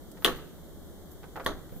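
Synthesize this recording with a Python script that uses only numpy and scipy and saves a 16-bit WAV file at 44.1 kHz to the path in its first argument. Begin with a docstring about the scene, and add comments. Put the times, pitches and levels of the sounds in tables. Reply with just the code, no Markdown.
"""A brass knob is turned on a stuck wooden door, close by, in a small hallway.
A light tick and a rattle come first, over a steady room rumble and hiss; all of this hum is shaped noise.
Then the latch snaps once, hard, and the door shudders: damped sines, a sharp crack, echoes and a noisy ring.
About a second later the knob rattles and the bolt knocks in its plate, again ringing sines and noise.
Small ticks, dull bumps and the spindle's faint scrape, all from noise, lie around both moments."""
import sys
import numpy as np
from scipy import signal
from scipy.fft import rfft, irfft, next_fast_len
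from scipy.io import wavfile

SR = 44100
rng = np.random.default_rng(int(sys.argv[2]) if len(sys.argv) > 2 else 0)


def generate_wav(signal):
    """Clip the signal to [-1, 1] and save it as 16-bit WAV at the path in sys.argv[1]."""
    frames = np.transpose(np.atleast_2d(signal))
    scaled = np.clip(frames, -1, 1) * 32767
    pcm = np.round(scaled).astype(np.int16)
    wavfile.write(sys.argv[1], SR, pcm)


N = 79380  # samples

# how alike the hallway's sound is at the two microphones: f/Hz, left-right correlation
HALL_LIKENESS = [(60, -0.35), (130, .3), (300, 0.72), (700, 0.77), (1400, 0.94), (3100, -0.41),
                 (8000, 0.27), (15000, 0.21)]
ONSET_S = 0.0005  # time constant with which every noisy ring and tap sets in


def amp(db):
    """Decibels to gain."""
    return 10 ** (np.asarray(db) / 20)


def seconds():
    """The time of each sample."""
    return np.arange(N) / SR


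def fade(t60):
    """An exponential decay that falls 60 dB in t60 seconds."""
    return amp(-60 * seconds() / np.maximum(t60, .0005))


def rise(time_constant):
    """An exponential approach from silence to full level."""
    return 1 - np.exp(-seconds() / time_constant)


def along(points, hz):
    """(Hz, value) points read on a log frequency axis."""
    f, value = np.transpose(points)
    return np.interp(np.log(hz + 1), np.log(f + 1), value)


def filtered(x, response):
    """x shaped by a complex response of frequency."""
    m = next_fast_len(N + SR // 10)
    spectrum = rfft(x, m) * response(np.fft.rfftfreq(m, 1 / SR))
    return irfft(spectrum, m)[..., :N]


def at(s, x):
    """x delayed so that it starts at s seconds."""
    return np.pad(x, ((0, 0), (max(round(s * SR), 0), 0)))[:, :N]


def toward_right(db):
    """Gains that lower the left microphone and raise the right by db each."""
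    return amp([[-db], [db]])


def noise(spectrum, alike):
    """Coloured stereo noise of rms 1; the mid-side balance sets how alike the microphones are."""
    def mid_side(hz):
        turn = np.arccos(np.clip(along(alike, hz), -1, 1)) / 2
        return amp(along(spectrum, hz)) * np.array([np.cos(turn), np.sin(turn)])

    mid, side = filtered(rng.standard_normal((2, N)), mid_side)
    pair = np.array([mid + side, mid - side])
    return pair / np.sqrt(np.mean(pair ** 2))


def ring(modes):
    """Damped sines struck at time zero, as each microphone hears them."""
    skew_rad = 0.36  # phase shift at each microphone, in opposite senses
    out = np.zeros((2, N))
    for i, (hz, db, t60) in enumerate(modes):
        skew = skew_rad * (-1) ** i
        phase = 2 * np.pi * hz * seconds() + np.array([[-skew], [skew]])
        out += amp(db) * fade(t60) * np.sin(phase)
    return out


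def crack():
    """The bare contact: one very short push and pull."""
    n = np.arange(N)
    push = np.exp(-n / 2) * np.sin(n * np.pi / 4 + np.pi / 4)
    return np.diff(push, prepend=0)


def direct(x):
    """Sound straight from the lock reaches the right microphone first."""
    right_lead_s = .000022
    return filtered(x, lambda hz: np.exp(np.outer([-1j, 1j], np.pi * hz * right_lead_s)))


def diffuse(spectrum, damping=1):
    """Dense ringing of door and hallway; the bass builds slowly and the treble dies first."""
    # early reverberation of the hallway before damping: f/Hz, t60/s
    hall = [(100, 0.28), (400, 0.18), (1200, 0.16), (3000, 0.14), (8000, 0.12), (15000, 0.079)]
    late_db, late_stretch = -16.5, 4.13  # late part: its level, and how many times longer than hall
    chatter_db, chatter_per_s = 1, 360  # loose parts make the ringing uneven: spread, new levels a second
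    build_cycles = 4.8  # time constant, in cycles, with which each pitch fills the door and hallway
    knots = rng.standard_normal(N // 10)
    chatter = amp(chatter_db * np.interp(seconds() * chatter_per_s, np.arange(len(knots)), knots))
    hz, t, z = signal.stft(noise(spectrum, HALL_LIKENESS) * chatter, SR, nperseg=256)
    fall_db = -60 * t / along(hall, hz)[:, None]
    decay = amp(damping * fall_db) + amp(late_db + fall_db / late_stretch)
    # half a bin and half a hop are added so that nothing starts at exactly zero
    build = 1 - np.exp(-np.outer(hz + hz[1] / 2, t + t[1] / 2) / build_cycles)
    ringing = signal.istft(z * decay * build, SR, nperseg=256)[1][:, :N]
    return ringing * rise(ONSET_S)


def taps(events, spectrum, t60):
    """Light contacts: bursts of coloured noise that die away quickly."""
    out = np.zeros((2, N))
    for s, db in events:
        burst = noise(spectrum, HALL_LIKENESS) * fade(t60) * rise(ONSET_S)
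        out += amp(db) * at(s, burst)
    return out


def strikes(events, modes, spectrum, crack_db, ring_db, damping=1):
    """Each contact rings a body anew, its modes 1 dB uneven, low-passed at the contact's brightness."""
    out = np.zeros((2, N))
    for s, db, bright_hz in events:
        struck = [(hz, level + rng.normal(0, 1), t60) for hz, level, t60 in modes]
        blow = direct(ring(struck) + amp(crack_db) * crack())
        blow = blow + amp(ring_db) * diffuse(spectrum, damping)

        def dulling(hz):
            return 1 / (1 + np.sqrt(2) * 1j * hz / bright_hz - (hz / bright_hz) ** 2)

        out += amp(db) * filtered(at(s, blow), dulling)
    return out


def room_floor():
    """The room's rumble and hiss, steady noise at both microphones."""
    # colour of the empty hallway: f/Hz, relative level/dB per Hz
    floor_colour = [(20, -4), (45, -1), (80, 4.5), (115, -13), (160, -1), (260, -6), (330, -4), (450, -9.5),
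                    (620, -12), (900, -21), (1700, -26), (2200, -32), (2550, -48), (3200, -24.5),
                    (5000, -34), (6500, -30), (10000, -32.5), (12500, -28.5), (14300, -27), (15500, -32.5)]
    # how alike the microphones hear it: f/Hz, left-right correlation
    floor_likeness = [(30, 0.22), (70, -0.47), (130, 0.25), (290, 0.46), (640, 0.71), (1410, 0.74),
                      (3100, -0.29), (7000, 0.024), (15000, 0.023)]
    return amp(-47) * noise(floor_colour, floor_likeness) * toward_right(0.07)


def sway():
    """The whole door rocks slowly and pushes the air: one low damped sine per sway."""
    # sways of the door: t/s, level/dB ahead of the tilt to the right
    sways = [(0.248, -39), (1.438, -36.5)]
    sway_hz, sway_t60_s, sway_rise_s = 26.9, 0.603, .02
    swing = direct(ring([(sway_hz, 0, sway_t60_s)]) * rise(sway_rise_s))
    return sum(amp(db) * at(s, swing) for s, db in sways) * toward_right(2.5)


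def bumps():
    """The door bumps dully in its frame: short bursts of low noise."""
    # bumps: t/s, level/dB
    bump_events = [(.258, -32.5), (.335, -39), (.385, -47), (.46, -64), (.535, -59), (1.36, -39),
                   (1.515, -39.5), (1.558, -45.5), (1.721, -32.5), (1.731, -36), (1.762, -37)]
    # colour of a bump: f/Hz, relative level/dB per Hz
    bump_colour = [(25, 12), (70, -18.5), (110, -12), (160, 10), (260, -10), (550, -4.5), (900, -26),
                   (2500, -33), (8000, -50)]
    return taps(bump_events, bump_colour, t60=0.091)


def ticks():
    """Light brass ticks in the knob: short bursts of bright noise."""
    # ticks: t/s, level/dB
    tick_events = [(.115, -46), (.222, -69), (.357, -50), (1.115, -52), (1.363, -50), (1.4435, -43.5),
                   (1.448, -43.5)]
    # colour of a tick: f/Hz, relative level/dB per Hz
    tick_colour = [(200, -12), (2000, -14), (4200, -2), (6000, -4), (9500, -2), (12500, -1), (14200, -1),
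                   (16000, -3)]
    return taps(tick_events, tick_colour, t60=.035)


def scrape():
    """The spindle slides brass on brass: thin noise in short swells."""
    # scrapes: t/s, length/s, level/dB at the height of the swell
    scrapes = [(0.197, 0.15, -50), (0.337, 0.071, -56), (1.099, .05, -57), (1.34, 0.077, -62),
               (1.69, 0.19, -57.5)]
    # colour of the scraping: f/Hz, relative level/dB per Hz
    scrape_colour = [(500, -22), (6000, -21), (12500, 1), (14200, 14), (16000, -13)]
    swell = np.zeros(N)
    for s, length, db in scrapes:
        progress = np.clip((seconds() - s) / length, 0, 1)
        swell += amp(db) * np.sin(np.pi * progress)
    return swell * noise(scrape_colour, HALL_LIKENESS)


def rattle():
    """The loose knob takes up its play on the spindle, damped by the hand."""
    # rattles: t/s, level/dB, brightness f/Hz
    rattles = [(.173, -52, 5060), (.2235, -46.5, 5000), (.387, -49, 3000), (1.2325, -50, 4400),
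               (1.241, -47.5, 2200), (1.358, -41, 2570), (1.364, -40.5, 2500), (1.374, -36, 1300),
               (1.3985, -41, 2940), (1.4025, -37.5, 1580), (1.592, -57, 2170), (1.693, -55.5, 2000)]
    # modes of the gripped knob: f/Hz, level/dB, t60/s
    knob_modes = [(870, 1, 0.036), (957, -4.5, .025), (1244, 3.5, 0.013), (1536, -1.5, 0.0089),
                  (1920, 4, 0.0073), (3300, 9, 0.0022)]
    # colour of the knob's noisy ring: f/Hz, relative level/dB per Hz
    knob_colour = [(60, -18), (200, -14), (500, 5), (860, -4.5), (1400, 1.5), (2000, -8.5), (2550, -11.5),
                   (3500, -13), (5000, -12), (8000, -19), (15500, -28)]
    # the grip makes the early part of the noisy ring die 2.1 times faster
    return strikes(rattles, knob_modes, knob_colour, crack_db=14, ring_db=2, damping=2.1)


def knocks():
    """The bolt hits its plate and the door answers with its modes and a noisy ring."""
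    # knocks: t/s, level/dB, brightness f/Hz
    knock_events = [(.277, -31.5, 2000), (.283, -40.5, 1920), (1.4598, -44, 1530), (1.463, -27.5, 14000),
                    (1.522, -49, 2000)]
    # modes of bolt and door together: f/Hz, level/dB, t60/s
    bolt_modes = [(275, -21, .3), (334.3, -15.5, 0.32), (411.4, -10.5, 0.33), (518, -0.5, 0.12),
                  (629, -14, 0.21), (692.5, -5.5, 0.098), (1133, -5.5, 0.17), (1126, -1.5, 0.07),
                  (1323, -8.5, 0.16), (1705, -7, 0.073), (1816, 3.5, 0.044), (1880, 1, 0.022),
                  (3340, 12, 0.0065), (9570, -3, 0.0076), (11430, 7.5, 0.0077), (13940, -13, 0.0048)]
    # colour of a knock's noisy ring: f/Hz, relative level/dB per Hz
    knock_colour = [(60, 13), (160, 2), (300, 7.5), (520, 4), (880, -0.5), (1200, 3.5), (1900, -2),
                    (2550, -19.5), (3400, -1.5), (4500, -10), (5300, -23), (6200, -9.5), (8000, -27),
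                    (9600, -13.5), (10500, -30), (11600, -8), (12800, -22), (14000, -12), (15500, -38)]
    return strikes(knock_events, bolt_modes, knock_colour, crack_db=8, ring_db=2)


def snap():
    """The latch lets go: a brass crack, its echoes, the spring and the shaken panel."""
    # brass modes of the latch: f/Hz, level/dB, t60/s
    latch_modes = [(2050, -3, 0.0066), (3035, 4.5, 0.0044), (3360, 8.5, 0.0044), (7700, -32.5, 0.0028),
                   (9160, 2, 0.0032), (13900, -5.5, 0.0056)]
    # thin after-ring of the latch spring: f/Hz, level/dB, t60/s
    spring_modes = [(2657, -27, .11), (3031, -28, .12), (3195, -27, .12), (3403, -24, .12),
                    (3893, -32, .14), (9283, -33, .1)]
    # the door panel shaken by the snap: f/Hz, level/dB, t60/s
    panel_modes = [(72, -36.5, 0.16), (152, -36.5, 0.86), (246.6, -26.5, 0.22), (376.3, -22, 0.34),
                   (403, -19, .24), (428, -24.5, 0.14), (539, -30.5, .26), (707, -24, 0.11),
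                   (860, -26, 0.2), (1090, -30, 0.11), (1102, -22.5, .17), (1530, -24, 0.068)]
    # nearby walls return the snap: delay t/s, level/dB
    wall_echoes = [(.0021, -8), (.0058, -17), (0.0091, -17), (.0148, -7)]
    # colour of the snap's noisy ring: f/Hz, relative level/dB per Hz
    snap_colour = [(60, -9), (160, -4), (300, 2), (400, 8), (600, -7), (900, -10), (1200, 1.5),
                   (1900, -1.5), (2400, -8), (2900, 0.5), (3500, 0), (4400, -6.5), (5300, -15),
                   (6300, -9.5), (7900, -18), (9300, -9.5), (10400, -16), (11400, -7), (12700, -24),
                   (14000, -10), (15500, -19)]
    snap_s, snap_db, crack_db, ring_db = .2467, -7, -5.5, -13.5
    latch_rise_s, panel_rise_s = 0.0005, 0.0024
    brass = direct(ring(latch_modes) * rise(latch_rise_s) + amp(crack_db) * crack())
    echoes = sum(amp(db) * at(delay, brass) for delay, db in wall_echoes)
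    body = direct(ring(spring_modes) + ring(panel_modes) * rise(panel_rise_s))
    tail = amp(ring_db) * diffuse(snap_colour)
    return amp(snap_db) * at(snap_s, brass + echoes + body + tail)


def scene():
    """The door, a little to the right of the microphones, over the room's floor."""
    floor = room_floor()
    door = sway() + bumps() + ticks() + scrape() + rattle() + knocks() + snap()
    return floor + door * toward_right(0.38)


def record(dry):
    """The recorder clips at full scale and keeps nothing above its band limit."""
    top_hz, slope_hz = 15600, 400  # middle and width of the cutoff
    return filtered(np.clip(dry, -1, 1), lambda hz: np.clip((top_hz - hz) / slope_hz + .5, 0, 1))


dry = scene()
out = record(dry)
generate_wav(out)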